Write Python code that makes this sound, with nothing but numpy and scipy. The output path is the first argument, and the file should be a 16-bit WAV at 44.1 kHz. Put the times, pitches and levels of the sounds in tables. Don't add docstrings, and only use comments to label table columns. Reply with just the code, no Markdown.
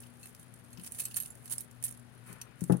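import sys
import numpy as np
from scipy import signal
from scipy.fft import rfft, irfft
from scipy.io import wavfile

SR = 44100
rng = np.random.default_rng(int(sys.argv[2]) if len(sys.argv) > 2 else 0)


def unload_audio(sound):
    columns = np.transpose(np.atleast_2d(sound))
    steps = np.round(np.clip(columns, -1, 1) * 32767)
    wavfile.write(sys.argv[1], SR, steps.astype(np.int16))


N = 123479
T = np.arange(N) / SR

# freq_hz, level_db
AIR_SPECTRUM = [(15, -67), (25, -40), (40, -13.5), (97, -4), (130, -3), (185, -5.5), (317, -13), (775, -18),
                (988, -20.5), (1440, -18.5), (4610, -31.5), (8140, -42.5), (9840, -37), (16000, -56)]
# freq_hz, pan_db
AIR_PAN = [(100, 11.5), (1200, 15), (2500, 15.5), (5000, 2), (9000, -1), (15000, -33)]
# pitch_hz, level_db
HUM_LINES = [(120.5, -56), (241, -61)]
# start_s, level_db, lowpass_hz
TABLE_KNOCKS = [(.783, -38, 200), (2.297, -43.5, 620), (2.617, -24, 228), (2.6973, -12.5, 895),
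                (2.72, -20, 392)]
# pitch_hz, level_db, t60_s
TABLETOP_MODES = [(130.7, -6.5, 0.22), (178.7, 1.5, 0.16), (210.6, -3, 0.057), (313, -3.5, 0.09),
                  (388, -9.5, 0.067), (485, -17, 0.17), (528, -19.5, 0.14), (832, -12, 0.11)]
# freq_hz, level_db
THUD_SPECTRUM = [(30, -55.5), (80, -5), (200, 8), (400, 1), (600, -8), (1200, -10.5), (1750, -9),
                 (2200, -21.5), (6000, -41)]
# freq_hz, pan_db
JEWELLERY_PAN = [(1500, 16), (2800, 12.5), (4500, 4.5), (6500, 9), (8000, 0), (9500, -3.5), (11500, -2),
                 (15000, -3)]
# freq_hz, level_db
DRAG_SPECTRUM = [(200, -8.5), (400, 4.5), (700, -7.5), (1100, 1.5), (1450, 4), (1800, -4.5), (2500, -4),
                 (3500, -15.5), (8000, -28.5)]
# start_s, level_db
BEAD_CLACKS = [(0.032, -47), (0.062, -52), (.7726, -41), (.7965, -44.5), (.997, -37.5), (1.057, -38.5),
               (1.1112, -39.5), (1.1432, -43), (1.168, -41.5), (1.203, -40.5), (1.254, -44.5),
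               (2.4139, -41), (2.7215, -36.5)]
# freq_hz, level_db
BEAD_SPECTRUM = [(900, -10), (2200, -19), (2700, 6), (3500, -6), (4350, -8.5), (5100, -3), (6200, -8),
                 (7200, -12), (11000, -14), (16000, -7.5)]
# start_s, level_db, tilt_db_per_octave, pan_db
BANGLE_STRIKES = [(0.2298, -53.5, -3.5, 3), (0.73, -56, 4, -3), (1.019, -53, -1.5, -8),
                  (1.0543, -44, 8.5, -6), (1.1674, -38, 12, 1), (1.2013, -42, 16, -4),
                  (1.846, -43.5, 14, -4), (2.4147, -48.5, 8, 3)]
# pitch_hz, level_db, t60_s
HOOP_MODES = [(2655, -2.5, 0.1), (4280, -1.5, 0.057), (6330, -1.5, 0.037), (8580, 5, 0.064),
              (11450, 0, 0.051), (14430, -15, .065)]
# start_s, t60_s, pan_db, low_hz, low_db, high_hz, high_db
CHARM_CLINKS = [(.7302, 0.03, -4, 7350, -51.5, 9650, -45), (.9209, 0.022, -3, 9400, -38, 12820, -40),
                (1.0538, 0.028, 3, 8090, -33, 12850, -31), (1.1432, 0.008, -3, 4450, -40.5, 9900, -35.5),
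                (1.1674, 0.021, -14, 8990, -32, 12950, -37), (1.174, 0.026, -5, 14500, -33, 15500, -38),
                (1.2017, 0.079, 0, 11360, -36, 14430, -48), (1.3035, 0.049, -7, 7220, -49, 11030, -41.5),
                (1.523, .04, -1, 8140, -34, 12850, -40), (1.5813, .016, -3, 8340, -31, 9600, -25),
                (1.5827, 0.021, -2, 5280, -43.5, 12850, -41), (1.607, 0.075, -5, 9600, -55, 11680, -39),
                (1.8395, 0.043, 2, 8080, -29.5, 9900, -30), (1.8449, 0.031, 1, 12800, -34, 14880, -36),
                (1.973, 0.035, 4, 8760, -57, 11200, -55), (2.4147, 0.022, 1, 6010, -37.5, 8900, -43)]
# time_s, level_db
CHAIN_STIR = [(0, -55), (.17, -71), (.45, -68), (.66, -64), (.8, -63), (1.38, -60), (1.7, -67), (2.0, -68),
              (2.15, -68), (2.5, -70.5), (2.8, -61)]
# peak_s, level_db, rise_s_per_20db, fall_s_per_20db
CHAIN_SLIDES = [(.265, -50, 0.15, 0.07), (.41, -53.5, 0.057, 0.07), (0.842, -42.5, 0.006, 0.038),
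                (0.865, -43.5, 0.061, 0.025), (0.985, -37.5, .008, 0.035), (0.956, -46, 0.087, 0.016),
                (1.0, -35, 0.032, 0.11), (1.168, -32, 0.02, 0.035), (1.245, -44, 0.082, 0.06),
                (1.46, -47.5, 0.029, 0.078), (1.51, -34, 0.011, 0.02), (1.523, -35.5, 0.027, 0.051),
                (1.611, -45.5, 0.091, 0.047), (1.85, -38.5, 0.03, 0.072), (2.292, -52, 0.065, 0.12),
                (2.627, -49, 0.047, 0.025), (2.723, -48, 0.083, 0.041)]
# start_s, level_db
LINK_TICKS = [(0.257, -33.5), (0.3487, -33.5), (0.396, -41.5), (.539, -41.5), (0.7305, -43), (0.797, -39.5),
              (0.836, -35), (0.8624, -35), (0.875, -28), (.9209, -31), (0.9824, -39), (0.9968, -22.5),
              (1.001, -25.5), (1.008, -29), (1.053, -22.5), (1.1116, -38), (1.1432, -35), (1.161, -23),
              (1.1671, -23), (1.174, -30), (1.2015, -26), (1.2238, -30), (1.2333, -33), (1.2596, -32),
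              (1.3045, -40), (1.3532, -37), (1.4576, -44), (1.478, -34), (1.498, -32.5), (1.508, -32),
              (1.523, -42), (1.5811, -31), (1.607, -29), (1.712, -39.5), (1.826, -27), (1.8394, -20.5),
              (1.86, -30.5), (1.883, -35), (1.9106, -33), (1.9242, -35), (1.948, -45), (1.974, -47),
              (1.996, -45.5), (2.3283, -34.5), (2.4146, -29), (2.608, -30.5), (2.6392, -27.5),
              (2.722, -33.5), (2.7692, -40)]
# freq_hz, level_db
LINK_SPECTRUM = [(500, -23), (1400, -19), (2800, -18), (4400, -18.5), (7000, -10), (8200, -8.5), (9700, 3),
                 (11000, -4.5), (12800, -9), (13800, -12.5), (15700, -14)]

LINK_T60_S = 0.0027
CONTACT_APART, THUD_APART = 0.3, 0.57
LN_1000 = np.log(1000)


def from_db(db):
    return 10 ** (np.asarray(db) / 20)


def unit_rms(x):
    return x / np.sqrt(np.mean(x ** 2) + 1e-20)


def at_hz(points, hz):
    freqs_hz, values = np.transpose(points)
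    return np.interp(np.log(np.maximum(hz, 1)), np.log(freqs_hz), values)


def pan(db):
    gains = from_db(np.array([np.atleast_1d(db), -np.atleast_1d(db)]) / 2)
    return gains / np.sqrt(np.mean(gains ** 2, axis=0))


def add(out, start_s, x):
    i = int(start_s * SR)
    out[..., i:i + x.shape[-1]] += x[..., :max(N - i, 0)]


def butter(x, order, hz, kind="low"):
    return signal.sosfilt(signal.butter(order, hz, kind, fs=SR, output="sos"), x)


def colour(x, spectrum, balance=None, size=8192):
    hz = np.arange(size // 2 + 1) * SR / size
    sides = pan(at_hz(balance, hz)) if balance else np.ones((1, 1))
    gain = unit_rms(from_db(at_hz(spectrum, hz)) * sides)
    causal_fold = np.r_[1, np.full(size // 2 - 1, 2), 1, np.zeros(size // 2 - 1)]
    cepstrum = irfft(np.log(gain)) * causal_fold
    impulse = irfft(np.exp(rfft(cepstrum)))
    return signal.fftconvolve(np.atleast_2d(x), impulse, axes=1)[:, :N]


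def drift(rate_hz):
    knots = rng.standard_normal(int(N / SR * rate_hz) + 2)
    return np.interp(T * rate_hz, np.arange(len(knots)), knots)


def stereo_noise(size, apart=CONTACT_APART):
    noise = rng.standard_normal((3, size))
    return np.sqrt(1 - apart) * noise[0] + np.sqrt(apart) * noise[1:]


def decay(t, t60_s):
    return np.exp(-LN_1000 * t / t60_s)


def swell_db(peak_s, rise_s, fall_s):
    return -20 * np.maximum((peak_s - T) / rise_s, (T - peak_s) / fall_s)


def resonate(x, hz, t60_s):
    radius, angle = decay(1 / SR, t60_s), 2 * np.pi * hz / SR
    return signal.lfilter([0, np.sin(angle)], [1, -2 * radius * np.cos(angle), radius ** 2], x + 1e-18)


def crack(t60_s):
    envelope = decay(T[:SR // 20], t60_s)
    burst = envelope * stereo_noise(len(envelope))
    return burst * np.linalg.norm(envelope) / np.linalg.norm(burst, axis=1, keepdims=True)


def chain_motion():
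    power = from_db(np.interp(T, *np.transpose(CHAIN_STIR))) ** 2
    for peak_s, db, rise_s, fall_s in CHAIN_SLIDES:
        power += from_db(db + swell_db(peak_s, rise_s, fall_s)) ** 2
    return np.sqrt(power)


def room_air(trim_db=-59):
    noise = rng.standard_normal((2, N)) + 0.66 * rng.standard_normal(N)
    return from_db(trim_db) * colour(noise, AIR_SPECTRUM, AIR_PAN)


def mains_hum(waver_db=3.6, waver_rad=0.094):
    out = np.zeros(N)
    for hz, db in HUM_LINES:
        amplitude = np.sqrt(2) * from_db(db + waver_db * drift(rate_hz=10.32))
        out += amplitude * np.sin(2 * np.pi * hz * T + waver_rad * drift(rate_hz=7.5))
    return out


def reflections(x, scatter_db=-2.5, scatter_t60_s=0.024, room_db=-9, room_t60_s=0.093):
    out, t = x.copy(), T[:SR // 2]
    for db, t60_s in ((scatter_db, scatter_t60_s), (room_db, room_t60_s)):
        tail = rng.standard_normal((2, len(t))) * decay(t, t60_s) * (t > .001)
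        tail /= np.linalg.norm(tail, axis=1, keepdims=True)
        out += from_db(db) * signal.fftconvolve(x, tail, axes=1)[:, :N]
    return out


def table_top(thud_db=-7, thud_t60_s=0.2, rumble_db=-25.5, low_cut_hz=124.4):
    knocks, t = np.zeros((2, N)), T[:SR // 2]
    ring = sum(from_db(db) * np.sin(2 * np.pi * hz * t) * decay(t, t60_s)
               for hz, db, t60_s in TABLETOP_MODES)
    for start_s, db, lowpass_hz in TABLE_KNOCKS:
        dense_modes = colour(stereo_noise(SR, THUD_APART), THUD_SPECTRUM)[:, len(t):2 * len(t)]
        thud = from_db(thud_db) * dense_modes * decay(t, thud_t60_s)
        add(knocks, start_s, from_db(db) * butter(ring + thud, 2, lowpass_hz))
    rumble = from_db(rumble_db) * chain_motion() * colour(stereo_noise(N, THUD_APART), THUD_SPECTRUM)
    return butter(knocks, 5, low_cut_hz, "high") + rumble


def cloth_drag(peak_db=-55.5, flutter_db=1.8):
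    db = peak_db + swell_db(peak_s=2.293, rise_s=0.081, fall_s=0.39) + flutter_db * drift(rate_hz=70)
    return from_db(db) * colour(rng.standard_normal(N), DRAG_SPECTRUM, JEWELLERY_PAN)


def beads(trim_db=-6, t60_s=0.04):
    out = np.zeros((2, N))
    for start_s, db in BEAD_CLACKS:
        add(out, start_s, from_db(db + trim_db) * crack(t60_s))
    return colour(out, BEAD_SPECTRUM, JEWELLERY_PAN)


def bangle(rub_db=-22, spread_db=0.5):
    out, t = np.zeros((2, N)), T[:SR // 4]
    modes_hz, modes_db, t60s_s = np.transpose(HOOP_MODES)
    octaves = np.log2(modes_hz) - np.log2(modes_hz).mean()
    for start_s, db, tilt_db_per_octave, pan_db in BANGLE_STRIKES:
        jitter_db = spread_db * rng.standard_normal(len(modes_hz))
        gains = from_db(db + modes_db + tilt_db_per_octave * octaves + jitter_db)
        sides = pan(at_hz(JEWELLERY_PAN, modes_hz) + pan_db)
        cycles = np.outer(modes_hz, t) + rng.random((2, len(modes_hz), 1))
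        modes = np.sin(2 * np.pi * cycles) * decay(t, t60s_s[:, None])
        add(out, start_s, np.sum((gains * sides)[:, :, None] * modes, axis=1))
    rub = from_db(rub_db) * chain_motion() * stereo_noise(N)
    for hz, db, t60_s in HOOP_MODES:
        ring = resonate(rub, hz, t60_s) / np.sqrt(t60_s * SR / LN_1000)
        out += from_db(db) * pan(at_hz(JEWELLERY_PAN, hz)) * ring
    return out


def charms(trim_db=-1.5, detune_cycles_per_t60=1.5, count=5):
    out, t = np.zeros((2, N)), T[:SR // 5]
    weights = signal.windows.hann(count + 2)[1:-1, None] ** 2
    for start_s, t60_s, pan_db, low_hz, low_db, high_hz, high_db in CHARM_CLINKS:
        envelope = decay(t, t60_s)
        for hz, db in ((low_hz, low_db), (high_hz, high_db)):
            offsets = np.linspace(-1, 1, count) + rng.uniform(-.2, .2, count)
            cluster_hz = hz + detune_cycles_per_t60 / t60_s * offsets[:, None]
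            phase_cycles = rng.random((2, 1, 1)) + .5 * rng.random((2, count, 1))
            modes = np.sin(2 * np.pi * (cluster_hz * t + phase_cycles))
            ring = np.sum(weights * modes, axis=1) * envelope
            ring *= np.linalg.norm(envelope) / np.linalg.norm(ring, axis=1, keepdims=True)
            add(out, start_s, from_db(db + trim_db) * pan(at_hz(JEWELLERY_PAN, hz) + pan_db) * ring)
    return out


def link_jingle(count=64, hits_per_s=5000, t60_s=0.028, pan_spread_db=12):
    pitches_hz = np.linspace(2400, 15600, count) + rng.uniform(-90, 90, count)
    sides = pan(rng.normal(0, pan_spread_db, count))
    hits = rng.standard_normal(N) * (rng.random(N) < hits_per_s / SR)
    struck_link = rng.integers(0, count, N)
    return unit_rms(sum(sides[:, [k]] * resonate(hits * (struck_link == k), hz, t60_s)
                        for k, hz in enumerate(pitches_hz)))


def link_rattle(hits_per_s=1800, spread_db=6.5):
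    sizes = from_db(spread_db * np.minimum(rng.exponential(1, N), 4))
    energy = sizes ** 2 * (rng.random(N) < hits_per_s / SR)
    retention = decay(1 / SR, LINK_T60_S) ** 2
    power = signal.lfilter([1], [1, -retention], energy + 1e-18)
    return unit_rms(np.sqrt(power) * stereo_noise(N))


def chains(rattle_db=-2.5, jingle_db=-12.5, sparkle_db=4, sparkle_hz=12000, tick_trim_db=1):
    motion = chain_motion()
    out = motion * (from_db(rattle_db) * link_rattle() + from_db(jingle_db) * link_jingle())
    sparkle = butter(motion * stereo_noise(N), 4, sparkle_hz, "high")
    out += from_db(sparkle_db) * motion / motion.max() * sparkle
    for start_s, db in LINK_TICKS:
        add(out, start_s, from_db(db + tick_trim_db) * crack(LINK_T60_S))
    return colour(out, LINK_SPECTRUM, JEWELLERY_PAN)


def scene(bass_right_db=-14.5, left_lag_s=0.00065):
    jewellery = reflections(chains() + beads() + bangle() + charms() + cloth_drag())
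    bass = (table_top() + mains_hum()) * from_db([[0], [bass_right_db]])
    near = jewellery + bass
    near[0] = np.interp(T - left_lag_s, T, near[0])
    return near + room_air()


def record(dry):
    cutoff_hz = 15900
    return signal.sosfilt(signal.ellip(10, .2, 70, cutoff_hz, fs=SR, output="sos"), dry)


dry = scene()
out = record(dry)
unload_audio(out)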